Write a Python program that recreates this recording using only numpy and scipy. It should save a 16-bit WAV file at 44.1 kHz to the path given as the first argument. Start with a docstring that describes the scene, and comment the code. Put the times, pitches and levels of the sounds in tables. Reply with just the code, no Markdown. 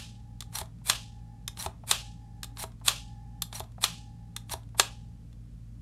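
"""Blade tenderizer on a wooden board

A spring-loaded tenderizer is pressed five times into raw chicken, in a kitchen with a low hum.
Impact makes its plastic guard click; friction makes the blades scrape and squeak in their slots before
they knock on the board. On release the meat squelches and the guard slides back and snaps against its
stop. The snap sets blades and springs in free vibration: a short shimmer and a long, singing tone."""
import sys
import numpy as np
from scipy import signal
from scipy.fft import rfft, irfft, next_fast_len
from scipy.io import wavfile
from scipy.ndimage import map_coordinates

SR = 44100
rng = np.random.default_rng(int(sys.argv[2]) if len(sys.argv) > 2 else 0)


def put_to_file(sound):
    """Save the sound as 16-bit audio at rate SR, in the file named by the first command-line argument."""
    columns = np.atleast_2d(sound).T  # one column per channel
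    safe = np.clip(columns, -1, 1)
    whole_steps = np.round(safe * 32767)
    wavfile.write(sys.argv[1], SR, whole_steps.astype(np.int16))


N = 256471

# Upstrokes; the first ends before time zero. Each row: hand eases off and guard hits its stop in seconds,
# snap level and body in dB, lead of the first corner in seconds, blade ring and squelch levels in dB.
UPSTROKES = [(-.12, -0.044, -18.5, -8.5, .001, -33, -56), (0.814, 0.8983, -14.5, -4, .0018, -29, -59.5),
             (1.836, 1.9125, -14, -5, 0.0014, -28, -45.5), (2.813, 2.882, -12.5, -4, 0.0025, -29, -50),
             (3.7808, 3.84, -15.5, -7.5, .0012, -30, -44), (4.746, 4.7971, -11.5, 2.5, 0.00089, -34.5, -47)]
# Downstrokes. Each row: slide starts and tips reach the board in seconds, slack click and scrape levels
# in dB, sag of the scrape as the meat slows the blades in dB per second, squeak and knock levels in dB.
DOWNSTROKES = [(0.551, 0.6139, -60, -40, 10, -34, -32.5), (1.596, 1.6614, -48.5, -38.5, 80, -37.5, -26.5),
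               (2.595, 2.639, -49, -38.5, 38, -44, -33.5),
               (3.5514, 3.603, -44.5, -38.5, 219.5, -38.5, -32.5),
               (4.5195, 4.5373, -48, -36, 260, -37, -30.5)]
# The guard taps the meat or shifts on its posts.
# Each row: start in seconds, level in dB, body in dB, brightness (a brief, harsh high hiss) in dB.
GUARD_TAPS = [(0.4057, -34.5, -7, -16), (.423, -43.5, 3.5, -16), (1.4783, -30, 0, -11),
              (2.4312, -32, -9, -11), (2.4431, -39, -0.5, -8), (3.4204, -25, -8, -4),
              (4.3636, -31, -11, -13.5), (5.3287, -63, 2, -20)]
# A blade catches in its slot. Each row: start in seconds, level in dB.
BLADE_CATCHES = [(0.5552, -33), (0.5861, -32), (1.6253, -36.5), (2.6291, -38), (3.597, -38.5), (4.535, -35)]

# Modes of the plastic guard and housing. Each row: frequency in Hz, bandwidth in Hz, peak level in dB.
HOUSING_MODES = [(394, 28, -9), (612, 60, -13.5), (815, 99, -4.5), (956, 32, -6.5), (1178, 100, 0.5),
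                 (1640, 38, -4), (2030, 160, -10), (2565, 97, -4.5), (3326, 100, 2), (3630, 450, 3),
                 (4135, 130, 1), (5550, 220, -5), (6480, 420, -4.5), (7350, 220, 0), (8445, 540, -2),
                 (9050, 310, -4), (11110, 400, -11)]
# Modes of the coil springs and the board. Each row: frequency in Hz, level in dB, T60 in seconds.
SPRING_MODES = [(795, -3, 8.5), (822, -5.5, 2.6), (835, 2, 4.6), (1707, -18, 4), (1760, -17, 6),
                (4942, -16, 1.7), (4877, -15.5, 1.3)]
BOARD_MODES = [(390, -12, .06), (450, -17, .04), (660, -7, .05), (790, -7, .035), (1020, -8, .03),
               (1300, -11, .025)]
# Squeaking blade modes and appliance hum. Each row: frequency in Hz, level in dB.
SQUEAK_TONES = [(5740, 1.5), (4140, -1.5)]
HUM_TONES = [(52.1, -47), (112.6, -46.5), (225, -60)]

# Noise spectra. Each row: frequency in Hz, relative spectral density in dB.
CRACK_SPECTRUM = [(180, -54.5), (300, -23.5), (1200, -8), (1490, -8), (2880, -9), (3690, -4), (4880, -6.5),
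                  (5480, -8), (9140, -10.5), (12900, -17.5), (15500, -31)]
BRIGHT_SPECTRUM = [(4000, -30), (8000, -11), (10800, 1), (12500, -1), (15500, -23.5)]
SHIMMER_SPECTRUM = [(300, -20), (600, -2.5), (850, -5.5), (1190, 4.5), (1450, -2.5), (1700, -2.5),
                    (2050, -12.5), (2480, -2), (3250, -2.5), (3750, -5.5), (5500, -9.5), (8500, -15.5),
                    (12000, -15.5), (15500, -26.5)]
DOWN_SCRAPE_SPECTRUM = [(240, -41), (400, -19), (873, 5.5), (1300, -8.5), (1790, -4), (2880, -7.5),
                        (4090, -2.5), (4920, -8.5), (5730, -9.5), (6480, -8.5), (8930, -1), (11900, -5),
                        (15500, -22)]
UP_SCRAPE_SPECTRUM = [(240, -43.5), (400, -16.5), (886, -7), (2120, -10.5), (2400, -3.5), (2920, -15),
                      (3570, -3), (6280, -13.5), (8030, -1.5), (11900, -5.5), (15500, -25.5)]
SQUASH_SPECTRUM = [(250, -22.5), (400, -4.5), (520, -11.5), (700, 0.5), (1200, -5.5), (2000, -15),
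                   (8000, -38.5)]
RUMBLE_SPECTRUM = [(22, -21), (40, -4), (70, 1), (100, -7), (135, -1), (148, -6.5), (163, 2.5),
                   (205, -10.5), (245, -14.5), (283, -9.5), (315, -29), (450, -31), (700, -61.5)]
HISS_SPECTRUM = [(150, -29.5), (300, -14.5), (450, -9), (880, -17.5), (1840, -22.5), (3700, -24),
                 (7300, -25.5), (11000, -29), (15500, -43)]
# Decay of the blades and the kitchen. Each row: frequency in Hz, T60 in seconds.
BLADE_T60 = [(500, .3), (1200, 0.16), (3200, 0.39), (8000, .44), (14000, 0.19)]
KITCHEN_T60 = [(200, .25), (1000, .25), (4000, .19), (14000, .16)]

SPRING_DB = -45  # relative to the snap
THUMP_DB, JOLT_DB = 4.5, -8  # table and housing, relative to the knock
SLACK_LEAD_S, UNSTICK_S, OVERRUN_S = .024, .018, .0079
TICKS_PER_S, TICK_DB, SETTLE_DB_PER_S = 12, -55, 80.5
PING_HZ, KNOCK_HZ, THUMP_HZ, SQUELCH_HZ, TOP_HZ = 3580, 890, 80, 820, 15700


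def amp(db):
    """Decibels as an amplitude ratio."""
    return 10 ** (np.asarray(db) / 20)


def unit_rms(x):
    """x scaled to rms 1."""
    return x / np.sqrt(np.mean(x ** 2) + 1e-20)


def blow(x):
    """A transient scaled to the energy of 4 ms at rms 1."""
    return x / np.sqrt(np.sum(x ** 2) / (.004 * SR) + 1e-20)


def along(points, hz):
    """Interpolation of (Hz, value) points on a logarithmic frequency axis."""
    freqs, values = np.transpose(points)
    return np.interp(np.log(hz + 1), np.log(freqs + 1), values)


def clock(seconds):
    """Sample times of a span."""
    return np.arange(round(seconds * SR)) / SR


def fade(t, t60):
    """Exponential decay of 60 dB in t60 seconds; 1 while t is negative."""
    return amp(-60 * np.maximum(t, 0) / np.maximum(t60, 1e-4))


def rise(t, tau):
    """Exponential onset with a time constant of tau seconds."""
    return 1 - np.exp(-t / tau)


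def scatter(hz, share):
    """A frequency with Gaussian relative scatter."""
    return hz * (1 + share * rng.standard_normal())


def tone(hz, t):
    """A sinusoid of random phase."""
    return np.sin(2 * np.pi * (hz * t + rng.random()))


def wobble(rate):
    """A smooth random curve with rate knots a second."""
    knots = rng.standard_normal(int(N * rate / SR) + 4)
    return map_coordinates(knots, [np.arange(N) * rate / SR])


def coloured(x, spectrum):
    """x filtered by a spectrum, at rms 1."""
    gain = amp(along(spectrum, np.fft.rfftfreq(len(x), 1 / SR)))
    return unit_rms(irfft(rfft(x) * gain, len(x)))


def noise(spectrum, size):
    """Coloured noise of rms 1."""
    return coloured(rng.standard_normal(next_fast_len(size)), spectrum)[:size]


def damped(x, decay):
    """Frequency-dependent damping: each band of x decays at its own rate."""
    hz, t, bands = signal.stft(x, SR, nperseg=256)
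    return signal.istft(bands * fade(t, along(decay, hz)[:, None]), SR, nperseg=256)[1]


def add(track, start, x):
    """Superpose x on the track from start seconds."""
    i = round(start * SR)
    x = x[max(-i, 0):max(N - i, 0)]
    track[max(i, 0):][:len(x)] += x


def with_body(x, body_db):
    """A square blow moves the whole housing and favours its low modes: a shelf below 1500 Hz."""
    lows = signal.lfilter(*signal.butter(1, 1500, fs=SR), x)
    return x + (amp(body_db) - 1) * lows


def clack(body_db, crack_db=1, crack_t60=.024, contact_s=.0005):
    """Impact excites damped modes of the plastic, and a broadband crack while the parts grind together."""
    t = clock(.1)
    ring = sum(amp(db) * width * tone(scatter(hz, .0066), t) * np.exp(-np.pi * width * t)
               for hz, width, db in HOUSING_MODES)
    crack = noise(CRACK_SPECTRUM, len(t)) * fade(t - contact_s, crack_t60)
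    hit = blow(ring * rise(t, .0005)) + amp(crack_db) * blow(crack)
    return with_body(blow(hit * rise(t, .00024)), body_db)


def guard_snaps():
    """The springs' restoring force drives the guard to its stop: one corner, the whole, then chatter."""
    out, t = np.zeros(N), clock(.1)
    for _, snap, db, body_db, lead, _, _ in UPSTROKES:
        add(out, snap - lead, amp(db - 10) * clack(body_db + 3, crack_db=0, crack_t60=.014))
        add(out, snap, amp(db) * clack(body_db, crack_db=-2, crack_t60=.014, contact_s=.001))
        chatter = noise(CRACK_SPECTRUM, len(t)) * fade(t, .062) * rise(t, .0013)
        add(out, snap, amp(db - 9.5) * with_body(chatter, body_db))
    return out


def guard_clicks():
    """Light impacts excite the guard as it taps, catches, takes up slack, is jolted and settles."""
    out, t = np.zeros(N), clock(.1)
    for start, db, body_db, bright_db in GUARD_TAPS:
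        # A light tap leaves the guard free to ring on its steel posts.
        ping = tone(scatter(PING_HZ, .025), t) * fade(t, .027) * rise(t, .0005)
        tap = clack(body_db) + amp(bright_db) * bright_hiss() + amp(-8.5) * blow(ping)
        add(out, start, amp(db) * tap)
    for start, db in BLADE_CATCHES:
        add(out, start, amp(db) * (clack(body_db=-6) + amp(-2) * bright_hiss()))
    for start, bottom, slack_db, *_, knock_db in DOWNSTROKES:
        add(out, start - SLACK_LEAD_S, amp(slack_db) * clack(body_db=15))
        add(out, bottom, amp(knock_db + JOLT_DB) * clack(body_db=6))
        for held in np.cumsum(rng.exponential(1 / TICKS_PER_S, size=3)):
            add(out, bottom + held, amp(TICK_DB - SETTLE_DB_PER_S * held) * clack(body_db=4))
    return out


def bright_hiss():
    """High-frequency energy is heard as brightness: a brief, harsh hiss that sharpens a click."""
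    t = clock(.1)
    return blow(noise(BRIGHT_SPECTRUM, len(t)) * fade(t, .025))


def friction(spectrum, slips_per_s=2500, smooth_db=-2):
    """Sliding friction of steel on plastic: many tiny random slips over a smooth hiss."""
    slips = (rng.random(N) < slips_per_s / SR) * rng.standard_normal(N)
    return coloured(unit_rms(slips) + amp(smooth_db) * rng.standard_normal(N), spectrum)


def blade_scrapes():
    """Friction noise follows sliding speed: it sags going down and swells as the guard springs back."""
    t = np.arange(N) / SR
    down, up = np.zeros(N), np.zeros(N)
    for start, bottom, _, db, sag, _, _ in DOWNSTROKES:
        onset = fade(start - t, .07)
        sag_db = sag * np.clip(t - start, 0, bottom - start)
        down += amp(db - sag_db) * onset * fade(t - bottom, .026)
    for ease, snap, *_ in UPSTROKES:
        start, end = ease + UNSTICK_S, snap + OVERRUN_S
        speed = np.sin(np.pi / 2 * np.clip((t - start) / (end - start), 0, 1))
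        up += amp(-31) * speed ** 2.7 * fade(t - end, .024)
    rubbing = down * friction(DOWN_SCRAPE_SPECTRUM) + up * friction(UP_SCRAPE_SPECTRUM)
    grip = amp(.71 * wobble(rate=180))
    return grip * rubbing


def blade_squeaks():
    """Stick-slip drives two blade modes at an unsteady pitch as each downstroke starts."""
    out, t = np.zeros(N), clock(.06)
    swell = t / .004 * np.exp(1 - t / .004)
    for start, *_, db, _ in DOWNSTROKES:
        for hz, mode_db in SQUEAK_TONES:
            pitch = hz * (1 + .022 * wobble(rate=1000)[:len(t)])
            phase = 2 * np.pi * np.cumsum(pitch) / SR
            add(out, start, amp(db + mode_db) * swell * np.sin(phase))
    return out


def blade_shimmer():
    """High modal density: shaken by the snap, the thin steel blades ring as a band of decaying noise."""
    out, t = np.zeros(N), clock(.81)
    for _, snap, _, body_db, _, ring_db, _ in UPSTROKES:
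        ring = damped(noise(SHIMMER_SPECTRUM, len(t)), BLADE_T60)[:len(t)]
        rattle = amp(1.7 * wobble(rate=110)[:len(t)])  # loose blades touch their neighbours
        add(out, snap, amp(ring_db) * with_body(ring, body_db) * rattle * rise(t, .0018))
    return out


def board_knocks():
    """The blade tips excite modes of the wood, heavily damped by the meat; the table thumps below."""
    out, t = np.zeros(N), clock(.2)
    onset = rise(t, .0008)
    thump = np.sin(2 * np.pi * THUMP_HZ * t) * fade(t, .07) * rise(t, .004)
    for _, bottom, *_, db in DOWNSTROKES:
        modes = sum(amp(mode_db) * tone(scatter(hz, .013), t) * fade(t, t60)
                    for hz, mode_db, t60 in BOARD_MODES)
        knock = tone(scatter(KNOCK_HZ, .034), t) * fade(t, .022)  # pitch varies from spot to spot
        wood = blow((knock + modes) * onset)
        squash = noise(SQUASH_SPECTRUM, len(t)) * fade(t, .27) * onset
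        add(out, bottom, amp(db) * (wood + amp(-22) * squash + amp(THUMP_DB) * thump))
    return out


def meat_squelches():
    """Cavity resonance: an air pocket under the guard pops in the wet meat as the hand eases off."""
    out, t = np.zeros(N), clock(.1)
    for ease, *_, db in UPSTROKES:
        hz = scatter(SQUELCH_HZ, .08)
        pocket = noise([(hz / 2, -18), (hz, 0), (hz * 2, -20), (hz * 10, -48)], len(t))
        add(out, ease, amp(db) * blow(pocket * fade(t, .045) * rise(t, .001)))
    return out


def springs():
    """Free vibration: both springs ring from each snap until the next press damps them."""
    out, t = np.zeros(N), clock(2)
    damping = [(bottom - .06, .25) for _, bottom, *_ in DOWNSTROKES]  # start and T60 in seconds
    damping.append((UPSTROKES[-1][1], 1.3))  # the last ring fades as the tool is lifted away
    for (_, snap, snap_db, *_), (stop, stop_t60) in zip(UPSTROKES, damping):
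        unsteady = t + .00013 * wobble(rate=30)[:len(t)]  # loose on their posts, the coils waver in pitch
        ring = sum(amp(db) * tone(scatter(hz, .0017), unsteady) * fade(t, t60)
                   for hz, db, t60 in SPRING_MODES)
        add(out, snap, amp(snap_db + SPRING_DB) * ring * fade(snap + t - stop, stop_t60))
    return out * amp(1.8 * wobble(rate=16))  # the level swells and sinks as the hand moves


def reverberation(x):
    """The kitchen's diffuse field: convolution with noise that builds up quickly and decays."""
    tail = damped(rng.standard_normal(SR // 2), KITCHEN_T60)
    tail *= rise(np.arange(len(tail)) / SR, .005)
    return signal.fftconvolve(x, tail / np.linalg.norm(tail))[:N]


def background():
    """An appliance's line spectrum lies over the continuous spectra of ventilation rumble and hiss."""
    t = np.arange(N) / SR
    hum = sum(amp(db + .73 * wobble(rate=1.7)) * tone(hz, t) for hz, db in HUM_TONES)
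    return hum + amp(-51) * noise(RUMBLE_SPECTRUM, N) + amp(-70.5) * noise(HISS_SPECTRUM, N)


def scene():
    """Superposition of the close, direct sound, its weak reverberation and the background, in mono."""
    tool = guard_snaps() + guard_clicks() + blade_scrapes() + blade_squeaks() + blade_shimmer()
    direct = tool + board_knocks() + meat_squelches() + springs()
    return (direct + amp(-15) * reverberation(direct) + background())[None]


def record(dry):
    """Soft saturation rounds the highest peaks; a steep low-pass filter limits the bandwidth."""
    rounded = dry / (1 + np.abs(dry / .68) ** 4) ** (1 / 4)
    size = next_fast_len(N + SR // 2)
    hz = np.fft.rfftfreq(size, 1 / SR)
    low_pass = 1 / np.sqrt(1 + (hz / TOP_HZ) ** 160)
    return irfft(rfft(rounded, size) * low_pass, size)[:, :N]


dry = scene()
out = record(dry)
put_to_file(out)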